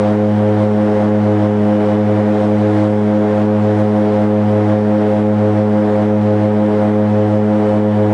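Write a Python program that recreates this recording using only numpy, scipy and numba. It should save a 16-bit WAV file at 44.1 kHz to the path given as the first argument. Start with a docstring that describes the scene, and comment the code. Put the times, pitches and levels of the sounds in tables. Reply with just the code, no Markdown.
"""Eight seconds inside the cabin of a climbing twin propeller aircraft. From the start, two three-bladed propellers
drone at slightly different speeds, so their harmonics beat, and both ring the same cabin modes. Air roars along
the hull, thinning slowly; turbines whine and gears whistle faintly. For the first five seconds the roar at times
swells and the near third harmonic swells or dips; from 1.25 s to the end the whistle swells four times.
Throughout, an automatic gain control pumps with the beats."""
import sys
import numpy as np
from scipy import signal
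from scipy.fft import rfft, irfft, next_fast_len
from scipy.io import wavfile
from scipy.ndimage import uniform_filter1d, minimum_filter1d, map_coordinates
from numba import njit

SR = 44100
rng = np.random.default_rng(int(sys.argv[2]) if len(sys.argv) > 2 else 0)


def to_wav(sig):
    """Store sig (one row per channel, or 1-D mono) as 16-bit WAV at the path in sys.argv[1].

    Samples outside -1..1 are clipped; the rate is SR.
    """
    pcm = np.clip(np.atleast_2d(sig), -1, 1) * 32767
    pcm = np.round(pcm).astype(np.int16)
    wavfile.write(sys.argv[1], SR, pcm.T)  # frames by channels


def volts_from_db(level):
    """Convert decibel levels to linear amplitude ratios."""
    exponent = np.asarray(level, float) / 20
    return 10 ** exponent


N = 358533


def unit(x):
    """Scale a sound to an rms of 1."""
    return x / np.sqrt(np.mean(x ** 2) + 1e-20)


def curves(rows):
    """Join the points of a table by straight lines: one curve for each column after the time."""
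    seconds, *columns = np.transpose(rows)
    return [np.interp(np.arange(N) / SR, seconds, column) for column in columns]


def wobble(rate):
    """Draw a smooth random curve through `rate` random points a second."""
    points = rng.standard_normal(int(N * rate / SR) + 4)
    return map_coordinates(points, [np.arange(N) * rate / SR])


def filtered(x, response):
    """Multiply the spectrum of x by a response, given as a function of frequency in Hz."""
    size = next_fast_len(N + 8192)
    spectrum = rfft(x, size) * response(np.fft.rfftfreq(size, 1 / SR))
    return irfft(spectrum, size)[:N]


# Blade passing rate of the near propeller as its governor hunts: (time [s], rate [Hz])
NEAR_RATE = [(0.0, 104.25), (0.43, 104.81), (1.0, 104.704), (1.44, 104.104), (3.6, 104.829),
             (4.33, 104.572), (4.67, 104.852), (5.71, 104.82), (5.82, 104.659), (7.3, 104.847),
             (7.48, 105.101), (8.13, 104.525)]
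# How much faster the far blades pass, which is the beat rate of the fundamentals: (time [s], difference [Hz])
FAR_LEAD = [(0.0, 1.06), (0.4, 0.784), (0.63, 1.196), (1.31, 1.288), (1.63, 0.622), (1.96, 1.809),
            (2.22, 2.13), (2.64, 1.391), (2.85, 0.521), (3.2, 1.03), (3.88, 1.349), (4.47, 0.906),
            (5.22, 1.225), (6.36, 1.138), (6.57, 1.29), (7.13, 0.912), (7.24, 1.123), (8.13, 1.357)]


def blade_rates():
    """Blade passes per second of the near and the far propeller; their difference makes the beats."""
    near_hz = curves(NEAR_RATE)[0]
    return near_hz, near_hz + curves(FAR_LEAD)[0]


# Passing level changes: the roar swells or stays, the near third harmonic swells or dips:
# (peak time [s], build-up time [s], change of roar [dB], change of third harmonic [dB])
LEVEL_CHANGES = [(0.05, .3, 1, 0.5), (.7, .2, 0, -2.5), (1.02, .15, 0.5, -1), (1.4, .2, .5, 2.5),
                 (1.94, .1, 0, 1), (2.43, .3, 0.5, -1.5), (2.82, .4, 3, 6), (3.8, .2, 1.5, 0.5),
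                 (4.71, .2, 1, 1)]


def level_changes():
    """Level changes of roar and third harmonic in dB: each builds up to a peak, then dies away quickly."""
    t = np.arange(N) / SR
    fall_s = 0.12
    total = np.zeros((2, N))
    for peak_s, build_s, *change_db in LEVEL_CHANGES:
        shape = np.exp(-np.abs(t - peak_s) / np.where(t < peak_s, build_s, fall_s))
        total += np.outer(change_db, shape)
    return total


# Turbine and gearbox tones: (frequency [Hz], rms level about which it wavers [dB])
WHINE_TONES = [(3072, -63.5), (7790, -77), (7896, -78.5), (8209, -82.5), (8421, -82), (8476, -81),
               (9540, -80), (9647, -78.5), (9790, -83.5), (9895, -83)]


def whine():
    """Turbines and gearboxes: thin tones whose level and phase waver a little."""
    t = np.arange(N) / SR
    out = np.zeros(N)
    for hz, db in WHINE_TONES:
        level = np.sqrt(2) * volts_from_db(db + 3.3 * wobble(2.5))
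        out += level * np.sin(2 * np.pi * hz * t + 3 * wobble(4))
    return out


# Swells of the gear whistle: (start time [s], length [s], lift [dB])
WHISTLE_SWELLS = [(1.25, 0.9, 8), (4.1, .25, 4.5), (6.7, .25, 6), (7.4, .7, 6)]


def whistle(blade_hz):
    """Meshing gear teeth: one faint tone that follows the speed of the near propeller shaft."""
    t = np.arange(N) / SR
    teeth = 85  # meshes per turn of the shaft
    rest_db, edge_s = -63, .12  # rms level between swells; softness of their rise and fall

    def step_up(start_s):
        return (1 + np.tanh((t - start_s) / edge_s)) / 2

    db = rest_db
    for start_s, length_s, lift_db in WHISTLE_SWELLS:
        db = db + lift_db * (step_up(start_s) - step_up(start_s + length_s))
    turns = np.cumsum(blade_hz / 3) / SR  # three blades
    return np.sqrt(2) * volts_from_db(db) * np.sin(2 * np.pi * teeth * turns + wobble(6))


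# Tone colour of the air along the hull: (frequency [Hz], relative level per Hz [dB])
AIR_COLOUR = [(15, -13.5), (40, -8.5), (150, -2), (400, 1.5), (700, 4), (1000, -1), (1400, -4), (2000, -8),
              (2700, -16.5), (3300, -16.5), (4500, -24.5), (5500, -26), (6500, -30.5), (9300, -36),
              (9650, -30), (10000, -34.5)]


def air(blade_hz, roar_change_db):
    """Turbulent air along the hull: patchy coloured noise, throbbing a little with each blade pass."""
    start_db, fade_db_per_s = -29.5, .15  # the roar thins slowly in the climb
    hiss_rest_db, hiss_growth = -.4, .5  # above 5 kHz: extra level, and extra dB per dB of roar change
    roar_db = start_db - fade_db_per_s * np.arange(N) / SR + roar_change_db
    hiss_db = hiss_rest_db + hiss_growth * roar_change_db

    spectrum = signal.stft(rng.standard_normal(N), nperseg=512)[2]
    patches = uniform_filter1d(rng.standard_normal(spectrum.shape), 6, 0)  # smooth in frequency
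    patches = uniform_filter1d(patches, 12, 1)  # smooth in time
    noise = signal.istft(spectrum * volts_from_db(0.93 * unit(patches)), nperseg=512)[1][:N]
    noise *= 1 + 0.073 * np.cos(2 * np.pi * np.cumsum(blade_hz) / SR)

    f, db = np.transpose(AIR_COLOUR)
    roar = unit(filtered(noise, lambda hz: volts_from_db(np.interp(np.log(hz + 1), np.log(f + 1), db))))
    hiss = filtered(roar, lambda hz: 1 / (1 + (5000 / (hz + 1)) ** 3))
    return volts_from_db(roar_db) * (roar + (volts_from_db(hiss_db) - 1) * hiss)


# Lines left by unequal near blades: (multiple of the shaft rate [1], rms level about which it wavers [dB])
SHAFT_LINES = [(2, -59.5), (4, -56), (5, -47.5), (7, -44), (8, -40.5), (10, -42.5), (11, -40.5),
               (13, -52.5), (14, -54.5), (16, -46.5), (17, -56), (19, -51), (20, -56), (22, -58), (23, -51),
               (26, -48)]


def imbalance(blade_hz):
    """Unequal near blades: the pattern repeats once a turn, giving tones at multiples of the shaft rate."""
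    turn = 2 * np.pi * np.cumsum(blade_hz / 3) / SR  # three blades
    out = np.zeros(N)
    for multiple, db in SHAFT_LINES:
        level = np.sqrt(2) * volts_from_db(db + 1.3 * wobble(3))
        out += level * np.cos(multiple * turn + 2 * np.pi * rng.random())
    return out


# Cabin modes: (frequency [Hz], width [Hz], signed drive by near propeller [1], signed drive by far propeller [1])
CABIN_MODES = [(112.5, 20.0, -0.1646, -0.0612), (211.9, 20.0, 0.2427, -0.0432),
               (258.0, 31.4, -0.3078, 0.1287), (399.9, 148.5, 0.0867, 0.0562),
               (532.6, 75.2, -0.2114, -0.2406), (533.1, 20.0, 0.3534, 0.2668),
               (743.5, 132.2, -0.0053, -0.0923), (752.5, 271.2, 0.0347, 0.0976),
               (889.0, 185.2, -0.0147, -0.0434)]
# Wall panels that lift or lower single upper harmonics: (frequency [Hz], width [Hz], level [dB])
WALL_PANELS = [(1160, 47, -3.5), (1540, 50, 3), (1840, 60, 4), (2100, 44, 2.5)]
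# How far each pulse trails its clock: (near propeller [blade passes], far propeller [blade passes])
PULSE_LAG = [.160, .578]


def propeller(hz, side, flutter, edge_db, top_hz, third_db=0):
    """One sharp pulse per blade pass, built from harmonics coloured by the cabin; side 0 is near, 1 is far."""
    turn = 2 * np.pi * (np.cumsum(hz) / SR - PULSE_LAG[side])
    centre, width, *drives = np.transpose(CABIN_MODES)
    drive = drives[side]
    unrest = [wobble(5) + 1j * wobble(5) for _ in range(6)]
    blade, harmonic, out = np.exp(1j * turn), 1, np.zeros(N)
    for order in range(1, 33):
        harmonic = harmonic * blade
        f = order * hz.mean()
        ring = np.sum(drive * 1j * f * width / (centre ** 2 - f * f + 1j * f * width))
        ring *= volts_from_db(edge_db / (1 + (690 / f) ** 10))  # fast blade tips sharpen the pulse
        ring /= np.sqrt(1 + (f / top_hz) ** 6)  # the hull damps the highest harmonics
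        ring *= volts_from_db(sum(db / (1 + ((f - c) / w) ** 2) for c, w, db in WALL_PANELS))
        if order > 10:  # short waves scatter about the cabin and lose step
            ring *= np.exp(2j * np.pi * rng.random())
        # turbulent inflow blurs higher harmonics more
        unsteady = 1 + flutter * order ** 0.94 * unrest[order % 6]
        tone = (ring * unsteady * harmonic).real
        if order == 3:
            tone = tone * volts_from_db(third_db)
        out += tone
    return out


def scene():
    """Add up the turbines, the gears, the air and both propellers."""
    near_hz, far_hz = blade_rates()
    roar_change_db, third_change_db = level_changes()
    background = whine() + whistle(near_hz) + air(near_hz, roar_change_db)
    near = propeller(near_hz, 0, flutter=0.011, edge_db=4.0, top_hz=2350, third_db=third_change_db - 0.44)
    far = propeller(far_hz, 1, flutter=.015, edge_db=4.5, top_hz=1310)
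    return (background + imbalance(near_hz) + near + far)[None]


@njit
def follow(peak, attack, release, start):
    """Envelope that climbs fast and sinks slowly, by a fraction of the remaining gap each sample."""
    out, level = np.empty_like(peak), start
    for i in range(len(peak)):
        level += (attack if peak[i] > level else release) * (peak[i] - level)
        out[i] = level
    return out


def roll_off(x):
    """The treble ends steeply here."""
    return signal.sosfilt(signal.butter(12, 10185, fs=SR, output="sos"), x)


def record(dry):
    """Gain control evens out the peaks, the input stage rounds the tallest, and the band ends steeply."""
    attack_s, release_s, top_hz = 0.0047, .055, 10020
    peak = -minimum_filter1d(-np.abs(dry[0]), size=441, origin=220)  # highest peak within 10 ms
    level = follow(peak, 1 / (attack_s * SR), 1 / (release_s * SR), .4)
    level = uniform_filter1d(level, size=441) ** 0.82  # below 1: some of the ups and downs remain
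    held = dry[0] * volts_from_db(-4.0) / level
    rounded = held / (1 + np.abs(held / .76) ** 6) ** (1 / 6)
    mix = filtered(rounded, lambda hz: 1 / (1 + (hz / top_hz) ** 150))
    return roll_off(mix)


dry = scene()
out = record(dry)
to_wav(out)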